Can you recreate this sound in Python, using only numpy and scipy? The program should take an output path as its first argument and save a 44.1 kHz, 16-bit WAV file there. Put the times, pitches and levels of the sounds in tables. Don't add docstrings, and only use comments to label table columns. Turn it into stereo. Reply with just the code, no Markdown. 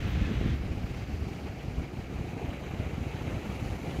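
import sys
import numpy as np
from scipy import signal
from scipy.fft import rfft, irfft
from scipy.io import wavfile
from scipy.ndimage import uniform_filter1d

SR = 44100
rng = np.random.default_rng(int(sys.argv[2]) if len(sys.argv) > 2 else 0)


def generate_wav(signal):
    frames = np.transpose(np.atleast_2d(signal))
    scaled = np.clip(frames, -1, 1) * 32767
    pcm = np.round(scaled).astype(np.int16)
    wavfile.write(sys.argv[1], SR, pcm)


N = 176400
TIME, FREQS = np.arange(N) / SR, np.fft.rfftfreq(N, 1 / SR)

# time in seconds, level in dB before each port's own gain.
WIND_RIDE = [(0.0, -36), (0.04, -33.5), (0.5, -29.5), (0.6, -33), (0.75, -34.5), (1.0, -41), (1.14, -34),
             (1.19, -35.5), (1.23, -34), (1.33, -41), (1.74, -41), (1.79, -33), (1.85, -37), (1.98, -43),
             (2.1, -36.5), (2.19, -35.5), (2.28, -40), (2.5, -41), (2.55, -42.5), (2.8, -37), (3.0, -38.5),
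             (3.15, -42), (3.36, -37), (3.57, -40), (3.65, -34.5), (3.75, -32), (3.89, -42), (3.94, -37),
             (4.0, -30.5)]
# frequency in Hz, relative level in dB.
EDDY_EQ = [(15, -30.5), (30, -13.5), (48, -4.5), (66, 2.5), (110, -7.5), (180, -7), (280, -13.5),
           (450, -26), (900, -39.5), (3000, -76)]
RASP_EQ = [(500, -9), (1100, -4.5), (1750, 1), (2400, -1), (3300, -3.5), (4000, -8.5), (4800, -21),
           (6200, -17), (8500, -36), (12000, -67)]
BOOM_EQ = [(25, -25), (50, -7.5), (73, 2.5), (105, -3.5), (200, -31), (800, -80)]
FLUTTER_EQ = [(60, -16.5), (130, 0.5), (310, -0.5), (450, -11), (1000, -26), (3000, -60)]
# centre in seconds, spread in seconds, dip of the wind in dB.
WIND_LULLS = [(0.586, 0.015, -3.5), (1.06, 0.011, -3), (1.548, .025, -4), (1.89, 0.036, -6),
              (2.078, 0.02, -6.5), (3.428, .018, -5.5), (3.796, 0.03, -7)]
# time in seconds, then roar, wash and foam gains in dB.
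SURF_SWELL = [(0, -1, 1, 2.5), (.6, -2.6, -1, 0), (.82, -1.5, -1.1, 0), (.97, -1.5, 0, 1.3),
              (1.12, -4.5, -1.8, 0.5), (1.35, 0, -1.4, 1), (1.6, -1, -2.5, -1), (1.8, 0, -1, -0.1),
              (2.0, -2, -3, -0.9), (2.2, 0, -1.2, -0.9), (2.38, 3, -1, -0.9), (2.6, -1.3, 0, -1),
              (2.8, 1.5, 0.1, -0.5), (3.02, 0.5, -0.5, 0), (3.15, .8, 1.5, 0.5), (3.35, 1.9, 1.5, 1.5),
              (3.48, 3, 3, 3), (3.58, 0.5, -0.5, 1.5), (3.7, 0.5, 1.8, 3.5), (3.87, 3, 1, 2.5),
              (4.0, 1.5, 1.5, 3)]
# frequency in Hz, left and right base levels in dB per Hz.
SURF_EQ = [(29.8, -112, -113), (119, -62, -63), (208, -67.5, -70.5), (300, -69.5, -65.5),
           (446, -69.5, -70.5), (576, -74, -74.5), (793, -73, -74.5), (972, -79, -81), (1336, -74.5, -76),
           (1970, -80, -82.5), (2260, -78.5, -79.5), (2900, -82, -83), (3450, -86, -89.5),
           (3950, -90.5, -92), (5100, -94, -93), (6100, -94.5, -95.5), (7350, -98.5, -99),
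           (8280, -104, -105), (11100, -107, -104), (11900, -119, -102), (14500, -120, -102),
           (14600, -120, -112)]
# frequency in Hz, right lead in radians, likeness from 0 to 1.
SURF_STEREO = [(98, 0.15, 1), (467, 0.31, 0.29), (813, 0.97, 0.71), (1300, 2.9, 0.62), (1810, 4.15, 0.72),
               (2470, 6.7, 0.22), (3360, 9, 0.32), (4000, 12.3, 0.96), (4180, 11, 0.2), (5750, 17, 0.4),
               (7240, 19.2, 0.1), (14000, 29, 0.06)]
# frequency in Hz, late level minus early level in dB.
SURF_DRIFT = [(450, -0.5), (570, 2.5), (730, -0.5), (930, 2.5), (1250, 0), (1700, 0), (2400, 0.7),
              (3350, -0.3), (4000, 0.5), (4900, -2.5), (5700, -1), (6500, 2.5), (8200, 0.5), (10500, 2),
              (14000, 1)]
# centre in seconds, left and right base levels in dB, pitch in Hz before sag.
LARGE_EDDIES = [(0.051, -37, -28, 100), (0.099, -27, -24, 74), (0.177, -35, -20.5, 107),
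                (0.22, -22, -16, 80), (0.281, -25.5, -22, 85), (0.315, -37, -19, 114), (0.37, -29, -22, 80),
                (0.413, -23.5, -17, 287), (0.46, -20.5, -16, 117), (0.508, -22.5, -20.5, 110),
                (0.613, -21, -28, 83), (0.663, -31, -19, 136), (0.716, -27, -21, 85),
                (0.777, -20.5, -23.5, 97), (0.809, -30, -32, 118), (0.845, -23, -20.5, 91),
                (0.911, -26, -25.5, 89), (0.966, -27, -26, 114), (0.993, -26.5, -32, 132),
                (1.031, -25.5, -24, 110), (1.097, -23, -21, 127), (1.141, -22.5, -23, 84),
                (1.226, -22, -24, 92), (1.271, -24, -27.5, 132), (1.318, -26, -32, 113),
                (1.465, -26, -24, 288), (1.502, -24, -26.5, 101), (1.685, -22, -22.5, 143),
                (1.786, -22.5, -18.5, 77), (1.808, -28, -24.5, 75), (1.838, -26.5, -22, 124),
                (1.942, -26.5, -27, 125), (1.974, -25, -28, 150), (1.992, -25, -30, 94),
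                (2.163, -32, -24, 123), (2.19, -26, -25, 90), (2.21, -23, -24.5, 98), (2.25, -37, -25, 106),
                (2.34, -24, -29, 137), (2.371, -25, -22, 193), (2.447, -22.5, -24.5, 108),
                (2.491, -23.5, -24, 86), (2.626, -22, -27, 192), (2.669, -26, -39, 140),
                (2.739, -23, -25.5, 113), (2.801, -21, -19, 108), (2.868, -27.5, -34, 88),
                (2.936, -23.5, -24.5, 99), (2.982, -23, -24.5, 106), (3.018, -23.5, -24.5, 95),
                (3.068, -21, -27, 132), (3.149, -26.5, -25, 138), (3.218, -24.5, -28.5, 110),
                (3.281, -20.5, -22, 129), (3.342, -20.5, -22, 103), (3.372, -21.5, -22, 113),
                (3.499, -23, -22, 122), (3.627, -24, -20.5, 96), (3.663, -29, -21, 88),
                (3.726, -34, -28, 107), (3.884, -20.5, -30, 156), (3.99, -20.5, -20.5, 154)]
# centre and spread in seconds, pitch and half-width in Hz,
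# left and right levels in dB.
PORT_WHISTLES = [(.1, .025, 14300, 1500, -85, -61), (.26, .022, 1740, 50, -44, -60),
                 (.25, .018, 2570, 70, -45, -60)]
# start in seconds, left and right gains in dB.
SAND_HITS = [(2.153, -53, -55), (3.526, -51, -64), (3.563, -53, -64)]
# frequency in Hz, relative level in dB.
SAND_EQ = [(3000, -20), (7000, -10), (9200, 5), (11000, 1), (15000, -8)]
LATE_HISS_EQ = [(4000, -12), (6000, 8), (8500, -5), (10700, 9), (12000, -15), (15500, -25)]

GUST_HOLD_S = 0.534


def undb(db):
    return 10 ** (np.asarray(db) / 20)


def unit(x):
    return x / np.sqrt(np.mean(x ** 2))


def ramp(start_s, length_s):
    return np.clip((TIME - start_s) / length_s, 0, 1)


def bell(x):
    return np.exp(-.5 * np.minimum(abs(x), 10) ** 2)


def curve(table, column=1):
    rows = np.array(table)
    return np.interp(TIME, rows[:, 0], rows[:, column])


def by_pitch(table, column=1):
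    rows = np.array(table)
    return np.interp(np.log(FREQS + 1), np.log(rows[:, 0]), rows[:, column])


def colour(x, eq):
    cepstrum = irfft(np.log(undb(by_pitch(eq))), N)
    cepstrum[1:N // 2] *= 2
    cepstrum[N // 2 + 1:] = 0
    return irfft(rfft(x) * np.exp(rfft(cepstrum)), N)


def noise(eq):
    return unit(colour(rng.standard_normal(N), eq))


def wander(hz):
    return unit(irfft(rfft(rng.standard_normal(N)) * (FREQS > 1) / (1 + (FREQS / hz) ** 2) ** 2, N))


def level_out(x, window_s):
    power, span = np.mean(np.atleast_2d(x) ** 2, axis=0), int(window_s * SR)
    return x / np.sqrt(uniform_filter1d(uniform_filter1d(power, span), span))


def eddies(per_second):
    hits = rng.random(N) < per_second / SR
    sizes = np.sign(rng.standard_normal(N)) * undb(3 * rng.standard_normal(N))
    return unit(colour(hits * sizes / np.sqrt(per_second), EDDY_EQ))


def gust_rasp():
    return undb(-41 + 0.5 * wander(hz=110)) * noise(RASP_EQ)


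def gust_boom():
    envelope = 1 - ramp(GUST_HOLD_S, length_s=0.17)
    return undb(-27) * envelope * level_out(noise(BOOM_EQ), window_s=.02)


def wind():
    gust = 1 - ramp(GUST_HOLD_S, length_s=0.032)
    per_second = 200 + 780 * gust
    shared_power = 0.12
    centre = np.sqrt(shared_power) * eddies(per_second)
    sides = np.sqrt(1 - shared_power) * np.array([eddies(per_second), eddies(per_second)])
    flow = level_out(centre + sides, window_s=0.034)
    port_db = np.array([np.full(N, 0.9), 0.4 + 4.5 * gust])
    left_only = gust * gust_rasp() + undb(-41) * eddies(per_second)
    return flow * undb(curve(WIND_RIDE) + port_db) + np.array([left_only, gust_boom()])


def sea_bed():
    common, diffuse = rfft(rng.standard_normal((2, N))) * np.sqrt(SR / 2)
    lag, likeness = by_pitch(SURF_STEREO, 1), by_pitch(SURF_STEREO, 2)
    left = likeness * common * np.exp(-1j * lag) + np.sqrt(1 - likeness ** 2) * diffuse
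    return np.array([left * undb(by_pitch(SURF_EQ, 1)), common * undb(by_pitch(SURF_EQ, 2))])


def surf():
    sea = sea_bed()
    roar_db, wash_db, foam_db = (curve(SURF_SWELL, column) for column in (1, 2, 3))
    churn_db, tumble_db = 0.82 * wander(hz=69), 1.07 * wander(hz=55.6)
    edges_hz = [0] + list(125 * 2 ** (np.arange(16) / 2))
    out = 0
    for low, high in zip(edges_hz, edges_hz[1:]):
        band = irfft(sea * ((FREQS >= low) & (FREQS < high)), N)
        swell_db = roar_db if low < 990 else wash_db if low < 3900 else foam_db
        unrest_db = churn_db + 1.41 * wander(hz=51)
        if swell_db is foam_db:
            unrest_db *= .55
        if high < 510:
            unrest_db += tumble_db
        out += band * undb(swell_db + unrest_db)
    return out


def drift_tone(sea):
    half_db = by_pitch(SURF_DRIFT) / 2
    early, late = (irfft(rfft(sea) * undb(db), N) for db in (-half_db, half_db))
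    blend = ramp(start_s=1.6, length_s=0.79)
    return early * (1 - blend) + late * blend


def swing(cycles, phase, spread):
    return bell(cycles / spread) * np.cos(2 * np.pi * (cycles + phase))


def thumps():
    pitch_sag, flank_ratio = 0.84, 2.41
    skew_s = 0.00053 * np.array([[1], [-1]])
    small_eddies = np.array([noise(FLUTTER_EQ), noise(FLUTTER_EQ)])
    out = 0
    for when, left, right, hz in LARGE_EDDIES:
        phase, side = rng.standard_normal(2)
        cycles = (TIME - when + side * skew_s) * hz * pitch_sag
        body = undb(-3) * swing(cycles, phase, spread=0.44)
        flank = undb(-10.5) * swing(cycles * flank_ratio, phase, spread=0.43)
        flutter = undb(-13) * bell((TIME - when) / 0.0071) * small_eddies
        out += undb([[left], [right]]) * (body + flank + flutter)
    return out


def whistles():
    out = 0
    for when, spread_s, hz, width_hz, left, right in PORT_WHISTLES:
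        band = np.exp(-((FREQS - hz) / width_hz) ** 2)
        tone = unit(irfft(rfft(rng.standard_normal(N)) * band, N))
        out += undb([[left], [right]]) * tone * bell((TIME - when) / spread_s)
    return out


def sand_ticks(decay_s=.0018):
    crack, out = noise(SAND_EQ) / 2, 0
    for start, left, right in SAND_HITS:
        envelope = (TIME >= start) * np.exp(-abs(TIME - start) / decay_s)
        out += undb([[left], [right]]) * crack * envelope
    return out


def late_hiss():
    left = undb(-64.5) * ramp(start_s=3.23, length_s=.35) * noise(LATE_HISS_EQ)
    return np.array([left, np.zeros(N)])


def scene():
    lull_db = sum(db * bell((TIME - when) / spread_s) for when, spread_s, db in WIND_LULLS)
    sea = drift_tone(surf()) * undb(0.37 * lull_db)
    air = wind() * undb(lull_db)
    return sea + air + thumps() + late_hiss() + whistles() + sand_ticks()


def record(dry):
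    fade_s, top_hz = .004, 15700
    fade = np.clip(np.minimum(TIME, TIME[-1] - TIME) / fade_s, 0, 1)
    return signal.sosfilt(signal.ellip(10, .2, 80, top_hz, fs=SR, output="sos"), dry * fade)


dry = scene()
out = record(dry)
generate_wav(out)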